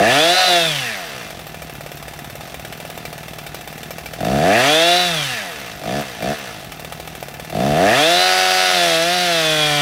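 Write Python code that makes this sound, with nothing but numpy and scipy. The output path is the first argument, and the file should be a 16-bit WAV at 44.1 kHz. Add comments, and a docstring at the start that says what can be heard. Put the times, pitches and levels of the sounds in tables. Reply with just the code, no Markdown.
"""First you hear a two-stroke chainsaw revving up, a few metres away at the foot of a tree in a garden.
It falls to a stumbling idle, revs again, gives two short blips, then bites into the trunk and labours.
Each turn of the engine's shaft (the crank) puffs gas through the muffler, rattles the metal casing
and spins the whining fan and the hissing chain. Faint echoes and a low rumble lie behind it, in mono."""
import sys
import numpy as np
from scipy import signal
from scipy.fft import rfft, irfft, next_fast_len
from scipy.io import wavfile
from scipy.ndimage import uniform_filter1d

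SR = 44100
rng = np.random.default_rng(int(sys.argv[2]) if len(sys.argv) > 2 else 0)


def master_out(mix):
    """Clip the mix to full scale and print it as 16-bit PCM to the path in sys.argv[1]."""
    frames = np.transpose(np.atleast_2d(mix))
    ceiling = np.clip(frames, -1, 1)
    pcm = np.round(ceiling * 32767).astype(np.int16)
    wavfile.write(sys.argv[1], SR, pcm)


N = 432621
TIME = np.arange(N) / SR
IDLE_TURNS_PER_S = 38.5
BITE_S, FULL_LOAD_S = 8.1, 8.96   # the teeth touch the trunk, then dig in fully


# low notes at which the muffler and air box ring: (pitch [Hz], width [Hz], level [dB])
BOOM_RINGS = [(70, 93, -16.5), (162.6, 44, 1), (210, 75, -2.5)]
# the muffler's higher, barking notes: (pitch [Hz], width [Hz], level [dB])
BARK_RINGS = [(282, 23, 0), (326, 36, -3), (547, 420, -3), (654.4, 52, 9), (745, 41, 4.5)]

def exhaust(turns, firing, racing, boom_db, bark_db):
    """Once a turn, a puff of swirling gas rings the muffler's chambers; misfires are ragged and thin."""
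    puffs = pulses(turns, spread_db=.45, jitter_s=.000006)
    swirl = .006 * fade(puffs, .003) * rng.standard_normal(N)
    growl = 1.4 * cut(puffs * (firing - 1), 500, "high", order=4)
    start_s, end_s, fade_s = .365, .46, .04   # the first rev overshoots and the engine misfires
    misfiring = np.clip(1 + np.minimum(TIME - start_s, end_s - TIME) / fade_s, 0, 1)
    ragged = cut(pulses(turns, spread_db=4, jitter_s=.00008), 520, "high", order=6)
    blasts = (1 - misfiring) * (puffs + growl) + misfiring * ragged
    boom = steady(cut(resonate(puffs + swirl, BOOM_RINGS), 214, "low", order=4))
    bark = cut(resonate(blasts + swirl, BARK_RINGS), 723, "low", order=6)
    bark = steady(cut(bark, 290, "high", order=4))
    return from_db(boom_db - 10 + 2 * racing) * boom + from_db(bark_db - 2.45 + 2.7 * racing) * bark


# how fast the crank spins in the two revs and the cut: (time [s], speed [turns/s])
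FIRST_REV_SPEED = [(0.0, 93.8), (0.068, 114.4), (0.148, 138.5), (0.252, 167.7), (0.38, 187.3),
                   (0.48, 180.7), (0.654, 162.3), (0.698, 154.7), (0.822, 128.2), (0.992, 92.5),
                   (1.12, 69.5)]
SECOND_REV_SPEED = [(4.199, 45.3), (4.3, 64.73), (4.406, 76.14), (4.59, 122), (4.698, 150.1),
                    (4.862, 172.8), (5.0, 180.4), (5.072, 175.7), (5.174, 153.1), (5.336, 121.5),
                    (5.412, 100.6), (5.5, 83.4)]
CUTTING_SPEED = [(7.5, 40.2), (7.56, 51.7), (7.61, 61.8), (7.65, 69.8), (7.74, 75.6), (7.9, 110),
                 (7.949, 127.9), (7.991, 145), (8.1, 172.8), (8.24, 184.5), (8.601, 185.3), (8.72, 182.5),
                 (8.95, 162.2), (9.04, 169), (9.15, 181.2), (9.24, 177.5), (9.42, 159.1), (9.81, 144.7)]
# two blips, just up to where the clutch grips: (top reached [s], held for [s], speed [turns/s])
SHORT_BLIPS = [(5.96, 0.06, 73.5), (6.315, .055, 73.5)]

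def crank_speed():
    """The engine picks up into each rev or blip, then coasts back to idle."""
    pickup = 195   # turns per second gained each second
    coast_s, coast_towards = .35, 20   # it slows towards this many turns/s until the idle catches it
    speed = np.full(N, IDLE_TURNS_PER_S)
    blips = [[(s, top), (s + held, top)] for s, held, top in SHORT_BLIPS]
    for rev in [FIRST_REV_SPEED, SECOND_REV_SPEED, CUTTING_SPEED] + blips:
        before, after = np.maximum(rev[0][0] - TIME, 0), np.maximum(TIME - rev[-1][0], 0)
        driven = look_up(rev, TIME) - pickup * before
        speed = np.maximum(speed, coast_towards + (driven - coast_towards) * np.exp(-after / coast_s))
    return uniform_filter1d(speed, size=1500)   # the heavy flywheel smooths every change


def crank_turns(speed, knock_s):
    """Count the crank's turns, wavering a little; each idle firing falls on a whole turn."""
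    turns = np.cumsum(speed * (1 + .00287 * drift(45))) / SR
    nudges = np.unwrap(np.interp(knock_s, TIME, turns), period=1)
    return turns - np.interp(TIME, knock_s, nudges)


# pulls on the trigger: (start [s], rise [s], let go [s], fall [s], opening [0-1])
TRIGGER_PULLS = [(-.1, 0.042, 0.56, .14, 1), (4.175, 0.041, 4.96, .15, 1), (5.78, 0.09, 6.0, 0.055, 0.78),
                 (6.18, 0.05, 6.32, 0.045, 0.81), (7.48, 0.064, 9.9, .1, 1)]

def throttle():
    """How far the throttle is open: each pull of the trigger rises, holds and falls."""
    return sum(opening * np.clip(np.minimum((TIME - start) / rise, 1 - (TIME - let_go) / fall), 0, 1)
               for start, rise, let_go, fall, opening in TRIGGER_PULLS)


# engine loudness, throttle open and shut: (speed [turns/s], boom [dB], bark [dB], clatter [dB])
OPEN_LEVELS = [(44.6, -14.5, -17, -29), (68.4, -8.5, -15, -25), (98, -13.5, -9, -20),
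               (138, -19.5, -14.5, -14.5), (165, -25.5, -11, -21), (179.5, -24, -14.5, -20),
               (183.2, -33, -14.5, -16.5)]
SHUT_LEVELS = [(36, -59, -46, -37), (45.4, -50, -34, -36.5), (57.5, -39, -34, -30),
               (90.5, -38.5, -35.5, -30.5), (132, -23, -42, -29), (157, -18, -24, -22.5)]

def engine_loudness(speed):
    """Boom, bark and clatter in dB follow the speed, the throttle and the depth of the cut."""
    opening = throttle()
    cutting_s = np.maximum(TIME - BITE_S, 0)
    sinking_db_per_s = (2.5, -4, -4)   # boom grows, bark and clatter fade as the saw sinks in
    return [opening * look_up(OPEN_LEVELS, speed, column)
            + (1 - opening) * look_up(SHUT_LEVELS, speed, column) + slope * cutting_s
            for column, slope in enumerate(sinking_db_per_s, start=1)]


def stutter(turns, speed):
    """Near top speed, or as the teeth skim the wood, every other firing is weaker: a deeper growl."""
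    skimming = np.interp(TIME, [BITE_S, BITE_S + .08, FULL_LOAD_S - .06, FULL_LOAD_S], [0, 1, 1, 0])
    overspeed = np.interp(speed, [176, 186], [.06, .8])
    depth = .33 * np.maximum(skimming, overspeed) * (1 + .45 * drift(40))
    return 1 + depth * np.cos(np.pi * turns)


# runs of hard knocks at idle: (start [s], knocks [count], level [dB])
HARD_KNOCK_RUNS = [(1.305, 1, -14), (1.392, 5, -18.5), (1.808, 1, -17.5), (2.408, 1, -18),
                   (2.543, 1, -16.5), (2.649, 3, -16), (2.9, 4, -16), (3.385, 1, -15.5), (3.465, 1, -13.5),
                   (3.545, 1, -14.5), (3.675, 1, -15.5), (3.831, 5, -14.5), (4.206, 1, -14),
                   (4.249, 1, -7.5), (5.836, 1, -17), (6.224, 1, -7), (6.645, 1, -20), (6.72, 2, -17.5),
                   (6.847, 6, -16), (7.397, 1, -18), (7.498, 1, -17), (7.548, 1, -19)]

def idle_firings(speed):
    """Times and levels of the idle's firings: hard ones every third turn, soft ones every second turn."""
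    hard_gap_s, soft_gap_s, soft_db = .076, 2 / IDLE_TURNS_PER_S, -19.5
    rows = []
    for start, knocks, db in HARD_KNOCK_RUNS:
        last = rows[-1][0] if rows else start
        between = np.linspace(last, start, int((start - last) / soft_gap_s + .2) + 1)[1:-1]
        rows += [(s, soft_db) for s in between if speed[int(s * SR)] < IDLE_TURNS_PER_S + 1]
        rows += [(start + k * hard_gap_s, db) for k in range(round(knocks))]
    s, db = np.transpose(rows)
    return s, db - rng.standard_normal(len(s))


# the tone colour of a knock's crack: (pitch [Hz], level [dB])
CRACK_COLOUR = [(100, -28), (700, 15.5), (1000, -4), (2200, 4.5), (4000, -3.5), (7000, -6), (12000, -6),
                (15500, -6)]
# how the muffler rings after a lone firing: (pitch [Hz], width [Hz], level [dB])
PUTT_RINGS = [(490, 180, 30), (760, 150, 30)]

def idle_knocks(knock_s, knock_db, racing):
    """Each lone firing gives a sharp crack, a ring of metal and a putt from the muffler."""
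    hits = np.zeros(N)
    hits[(knock_s * SR).astype(int)] = from_db(knock_db)
    hits *= (1 - racing) ** 2
    crack = (fade(hits, .0072) + .07 * fade(hits, .069)) * noise(CRACK_COLOUR)
    ring = resonate(fade(hits, .0063) * rng.standard_normal(N), CASING_RINGS)
    return from_db(-9.5) * crack + from_db(-1) * ring - resonate(hits, PUTT_RINGS)


# the tones in the piston's hum: (multiple of crank speed [x], level [dB])
HUM_TONES = [(2, -4.5), (3, -3), (4, 3.5), (6, -2.5), (7, -13.5), (8, -7.5)]
# how well the saw's body gives off that hum: (pitch [Hz], level [dB])
BODY_COLOUR = [(75, -15), (120, -4.5), (152, 5.5), (200, -2.5), (240, -18), (340, -29), (450, 2), (650, 9),
               (770, 18), (900, -46)]
# how loud the hum is: (speed [turns/s], level [dB])
HUM_LEVEL = [(40, -47.5), (60, -37.5), (90, -37), (130, -41.5), (170, -53.5)]
# the muffler's low gulp and its hollow ring at idle: (pitch [Hz], width [Hz], level [dB])
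GULP_RINGS = [(170, 150, 11.5)]
HOLLOW_RINGS = [(691, 50, 12.5), (778, 76, 9)]

def piston(turns, speed, knock_s, racing):
    """The pumping piston hums; at idle every turn rings the muffler, and each unfired turn gulps."""
    stroke = turns - .1454   # it pumps just after the firing point
    hum = 0
    for multiple, db in HUM_TONES:
        tone_db = db + look_up(BODY_COLOUR, multiple * speed) + 1.2 * drift(14)
        hum += from_db(tone_db) * np.cos(2 * np.pi * round(multiple) * stroke)
    unfired = ~np.isin(np.round(turns), np.round(np.interp(knock_s, TIME, turns)))
    idling = (1 - racing) ** 2
    gulps = pulses(stroke, spread_db=2, jitter_s=.0001) * unfired * idling
    chuffs = pulses(stroke + .5, spread_db=2, jitter_s=.0003) * idling
    gulping = cut(resonate(gulps, GULP_RINGS), 380, "low")
    return from_db(look_up(HUM_LEVEL, speed)) * hum + gulping + resonate(chuffs, HOLLOW_RINGS)


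# notes of the engine case and the bar that guides the chain: (pitch [Hz], width [Hz], level [dB])
CASING_RINGS = [(1180, 1540, -10.5), (1248, 154, 2.5), (1767, 86, 3.5), (2275, 130, -3), (2620, 330, -6.5),
                (3600, 93, 3), (4410, 36, 0), (4874, 35, 0.5)]
# the tone colour of escaping gas: (pitch [Hz], level [dB])
RASP_COLOUR = [(500, -4), (900, 0.5), (1300, -6), (1750, -9), (2200, 1.5), (2800, -8), (3600, -15),
               (6000, -20)]

def casing(turns, firing, racing, bark_db, clatter_db):
    """The piston slaps the metal each turn and makes it ring, with a rasp of escaping gas after it."""
    slaps = firing * pulses(turns, spread_db=1.2, jitter_s=.000012)
    rasp = (.4 + fade(slaps, .009)) * noise(RASP_COLOUR)
    clicks = cut(cut(slaps, 1900, "high", order=4), 5200, "low")
    ringing = steady(resonate(slaps, CASING_RINGS) + .15 * clicks)
    rattle = steady(resonate(rasp, CASING_RINGS) + .26 * rasp)
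    power = np.interp(bark_db, [-38, -23], [0, 1])   # under power the loose rattle tightens to a buzz
    clatter = (.3 + .35 * power) * ringing + (.85 - .33 * power) * rattle
    return from_db(clatter_db - 2 * (1 - racing)) * clatter


# how loud the running chain is: (speed [turns/s], level [dB])
RUNNING_CHAIN_LEVEL = [(36, -40.5), (41, -37), (55, -30.5), (80, -26.5), (125, -18.5), (155, -16),
                       (185, -17)]

def chain_loudness(speed, racing):
    """In dB: the chain grows louder with speed, and quieter when slack or buried in the wood."""
    slack_db = -4.5 * racing * (1 - throttle())
    buried_db = -2 * np.clip((TIME - FULL_LOAD_S) / .016, 0, 1)
    return look_up(RUNNING_CHAIN_LEVEL, speed) + slack_db + buried_db


# the tone colours of rushing links and of jingling links: (pitch [Hz], level [dB])
RUSH_COLOUR = [(1800, -4.5), (2900, -4), (3600, -2), (4700, -6.5), (6000, -7.5), (7200, -14.5),
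               (10500, -15), (12500, -21), (15500, -29)]
JINGLE_COLOUR = [(2000, -23), (4000, 6), (7000, 2), (11000, -7), (12800, 6), (14000, 16), (15500, 0)]

def chain(turns, racing, chain_db):
    """Links rush round the bar and teeth snap; the shaking saw also makes the slack chain jingle."""
    beat = pulses(turns, spread_db=2, jitter_s=.000014)
    snaps = (rng.random(N) < 130 / SR) * from_db(4.8 * rng.standard_normal(N))   # about 130 a second
    surges = .45 + .4 * racing + .8 * fade(beat, .007) + .65 * fade(snaps, .0012)
    rush = steady(surges * noise(RUSH_COLOUR))
    buzz = steady(cut(resonate(beat, CASING_RINGS), 3800, "high", order=4))
    whirr = rush + .42 * racing * buzz
    tosses = pulses(turns * 3, spread_db=5, jitter_s=.0015)   # three a turn
    jingle = unit_power((.1 + fade(tosses, .002)) * noise(JINGLE_COLOUR))
    return from_db(chain_db - 3.5 + racing) * whirr + from_db(-44.5) * jingle


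# notes of the bar when the chain slaps it: (pitch [Hz], width [Hz], level [dB])
BAR_RINGS = [(1770, 260, 0), (2740, 170, -6)]

def chain_flap(turns, speed):
    """Around 118 turns a second the chain flaps against the bar and makes it rasp."""
    slaps = fade(pulses(turns, spread_db=3, jitter_s=.0002), .004) * rng.standard_normal(N)
    nearness = np.exp(-.5 * ((speed - 118) / 16) ** 2)
    rasp = steady(resonate(resonate(slaps, BAR_RINGS), BAR_RINGS))
    return from_db(-17.5 - 10 * (1 - throttle())) * nearness * rasp


# the fan's main tones and its highest ones: (multiple of crank speed [x], level [dB])
MAIN_FAN_TONES = [(16, -1.5), (20, -3), (22, 3.5)]
HIGH_FAN_TONES = [(24, -7.5), (26, -6)]
# how well the fan's cover gives off the whine: (pitch [Hz], level [dB])
COVER_COLOUR = [(1400, -12), (1780, 3), (2050, -9), (2500, -2.5), (2780, -4.5), (3050, -9), (3290, -0.5),
                (3480, 3), (3750, -5.5), (3980, 0.5), (4200, -7), (4820, 0.5)]
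# how the main tones swell and dip: (time [s], level [dB])
MAIN_FAN_LEVEL = [(0.25, 2), (0.64, 2), (0.8, 3), (8.27, 1), (8.37, -11), (8.62, -5), (8.74, -0.5),
                  (9.02, -6), (9.8, 1.5)]

def fan(turns, speed, chain_db):
    """The fan's blades whine, loudest where the cover rings; rougher and weaker with the throttle shut."""
    shut = 1 - throttle()
    waver_radians = .3 + .3 * shut

    def blade_tone(multiple, db):
        """One tone in step with the crank, wavering and slowly swelling."""
        angle = 2 * np.pi * ((round(multiple) * turns + rng.random()) % 1) + waver_radians * drift(150)
        gain = from_db(db + look_up(COVER_COLOUR, multiple * speed))
        return gain * (1 + .12 * drift(16)) * np.sin(angle)

    main = sum(blade_tone(*row) for row in MAIN_FAN_TONES)
    high = sum(blade_tone(*row) for row in HIGH_FAN_TONES)
    whine = from_db(look_up(MAIN_FAN_LEVEL, TIME)) * main + high
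    swirl = 1 + (.4 + .2 * shut) * drift(420) + .2 * drift(30)
    spun_up = np.clip(speed / 50 - 1, 0, 1)
    return from_db(chain_db - 3 - 1.5 * shut) * spun_up * swirl * whine


# how loud the chain's drive wheel buzzes: (speed [turns/s], level [dB])
SPROCKET_LEVEL = [(55, -62), (90, -41), (140, -30), (185, -27)]

def sprocket(turns, speed, firing):
    """Links meet the toothed drive wheel in step with the crank: a clean buzz of the same shape each turn,
    weaker on every other turn when the engine stutters."""
    angle = np.linspace(0, 1, 2048)
    odd_db, db_per_octave = -1, -3.5
    one_turn = 0
    for multiple in range(7, 33):
        db = odd_db * (multiple % 2) + db_per_octave * np.log2(multiple / 7)
        one_turn += from_db(db) * np.sin(2 * np.pi * (multiple * angle + rng.random()))
    buzz = np.interp(turns % 1, angle, one_turn)
    slack_db = -14.5 * (1 - throttle())
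    return from_db(look_up(SPROCKET_LEVEL, speed) + slack_db) * firing ** 2 * buzz


# notes of the loose clutch drum: (pitch [Hz], time to fade by 60 dB [s], level [dB])
DRUM_NOTES = [(2330, 0.06, 15), (4070, 0.09, 2), (5400, 0.14, 4), (5900, .09, 0.5), (7660, .1, -4),
              (8380, 0.12, -7), (12000, .12, 2.5)]
# square hits on the drum: (time [s], level [dB], brightness [dB per octave])
DRUM_CLINKS = [(3.053, -39.5, -3), (3.388, -51, -5), (3.546, -44, 0), (3.91, -43, 4), (4.062, -42, -2)]

def clutch(knock_s, knock_db):
    """The clutch's metal drum chimes faintly after every knock, and clinks when struck squarely."""
    faint = np.column_stack([knock_s, knock_db - 32, 3 * rng.standard_normal(len(knock_s))])
    s, db, brightness = np.vstack([faint, DRUM_CLINKS]).T
    chime = 0
    for hz, ring_s, note_db in DRUM_NOTES:
        strength = from_db(db + note_db + brightness * np.log2(hz / 3500))
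        hits = np.bincount((s * SR).astype(int), strength, N)
        decay, step = from_db(-60 / (ring_s * SR)), 2 * np.pi * hz / SR
        chime += signal.lfilter([0, np.sin(step)], [1, -2 * decay * np.cos(step), decay ** 2], hits + 1e-18)
    return chime


# echoes from trunk, ground and fence: (delay [s], level [dB])
GARDEN_ECHOES = [(.0083, -18), (.029, -33)]

def garden(x):
    """The garden adds dull echoes and a short scatter from leaves and fence."""
    dull = cut(x, 2500, "low")
    echoes = sum(from_db(db) * np.interp(TIME - delay, TIME, dull, left=0) for delay, db in GARDEN_ECHOES)
    scatter = (rng.standard_normal(N) * from_db(-60 * TIME / .14))[:SR // 2]
    leaves = signal.fftconvolve(cut(x, 780, "high"), scatter / np.linalg.norm(scatter))[:N]
    return x + echoes + from_db(-8) * leaves


# the tone colour of the outdoor rumble: (pitch [Hz], level [dB])
RUMBLE_COLOUR = [(20, -22), (35, -18), (60, -1), (85, -8), (130, -6.5), (400, -14), (4000, -34.5)]

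def rumble(speed, racing, boom_db):
    """A low outdoor rumble; a heavy flow of exhaust adds to it."""
    flow_db = boom_db - 23 + np.interp(speed, [120, 165], [0, -9])
    return (from_db(-39 - 8.5 * racing) + from_db(flow_db)) * noise(RUMBLE_COLOUR)


def from_db(db):
    """Turn decibels into a number to multiply by."""
    return 10 ** (np.asarray(db) / 20)


def look_up(table, at, column=1):
    """Read a table between its rows; 'at' is a place in its first column."""
    columns = np.transpose(table)
    return np.interp(at, columns[0], columns[column])


def unit_power(x):
    """Scale a sound so that its average power is one."""
    return x / np.sqrt(np.mean(x ** 2) + 1e-20)


def steady(x, size=2300):
    """Hold the power at one over a few turns, so that a level curve can set it."""
    return x / np.sqrt(np.abs(uniform_filter1d(uniform_filter1d(x * x, size), size)) + 1e-14)


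def noise(colour):
    """Noise of power one, with the given tone colour."""
    hz, db = np.transpose(colour)
    size = next_fast_len(N)
    bin_hz = np.maximum(np.fft.rfftfreq(size, 1 / SR), 1)
    gain = from_db(np.interp(np.log(bin_hz), np.log(hz), db)) * np.minimum(bin_hz / hz[0], 1) ** 2
    return unit_power(irfft(rfft(rng.standard_normal(size)) * gain, size)[:N])


def drift(rate):
    """A random wander that heads for a new value 'rate' times a second."""
    values = rng.standard_normal(8192)
    return np.interp(TIME * rate, np.arange(len(values)), values)


def cut(x, hz, keep, order=2):
    """Keep the "low" or "high" side of a pitch; a higher order cuts more steeply."""
    return signal.sosfilt(signal.butter(order, hz, keep, fs=SR, output="sos"), x + 1e-18)


def resonate(x, rings):
    """Ring several notes at once, every other one upside down; narrow ones ring longer."""
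    out = 0
    for k, (hz, width, db) in enumerate(rings):
        decay = np.exp(-np.pi * width / SR)
        feedback = [1, -2 * decay * np.cos(2 * np.pi * hz / SR), decay ** 2]
        note = (1 - decay ** 2) / 2 * signal.lfilter([1, 0, -1], feedback, x + 1e-18)
        out += (-1) ** k * from_db(db) * note
    return out


def fade(clicks, seconds):
    """Give each click a tail that dies away."""
    return signal.lfilter([1], [1, -np.exp(-1 / (seconds * SR))], clicks + 1e-18)


def pulses(turns, spread_db, jitter_s):
    """One click per turn, uneven in strength and timing."""
    at = np.interp(np.arange(np.floor(turns[0]), turns[-1]), turns, np.arange(N))
    chance = np.random.default_rng(rng.integers(2 ** 31)).standard_normal((len(at), 2))
    at = np.clip(at + chance[:, 0] * jitter_s * SR, 0, N - 2)
    strength = from_db(spread_db * chance[:, 1])
    whole, part = at.astype(int), at % 1   # each click is shared between two samples
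    return np.bincount(whole, strength * (1 - part), N) + np.bincount(whole + 1, strength * part, N)


def scene():
    """The saw in the garden over a low rumble, the same in both channels."""
    smooth_speed = crank_speed()
    knock_s, knock_db = idle_firings(smooth_speed)
    turns = crank_turns(smooth_speed, knock_s)
    speed = uniform_filter1d(np.gradient(turns) * SR, size=1500)   # with the idle's stumble
    racing = np.clip((speed - 40) / 45, 0, 1)   # 0 at idle, 1 once the clutch grips
    firing = stutter(turns, speed)
    boom_db, bark_db, clatter_db = engine_loudness(speed)
    chain_db = chain_loudness(speed, racing)
    engine = exhaust(turns, firing, racing, boom_db, bark_db)
    engine += piston(turns, speed, knock_s, racing) + idle_knocks(knock_s, knock_db, racing)
    metal = casing(turns, firing, racing, bark_db, clatter_db)
    metal += chain(turns, racing, chain_db) + chain_flap(turns, speed)
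    whine = fan(turns, speed, chain_db) + sprocket(turns, speed, firing)
    mono = garden(engine + metal) + whine + clutch(knock_s, knock_db) + rumble(speed, racing, boom_db)
    return np.array([mono, mono])


def record(dry):
    """Round off the loudest peaks and remove the treble above 15700 Hz."""
    rounded = .98 * np.tanh(dry / 1.245)
    return signal.sosfilt(signal.ellip(10, .1, 80, 15700, fs=SR, output="sos"), rounded)


dry = scene()
out = record(dry)
master_out(out)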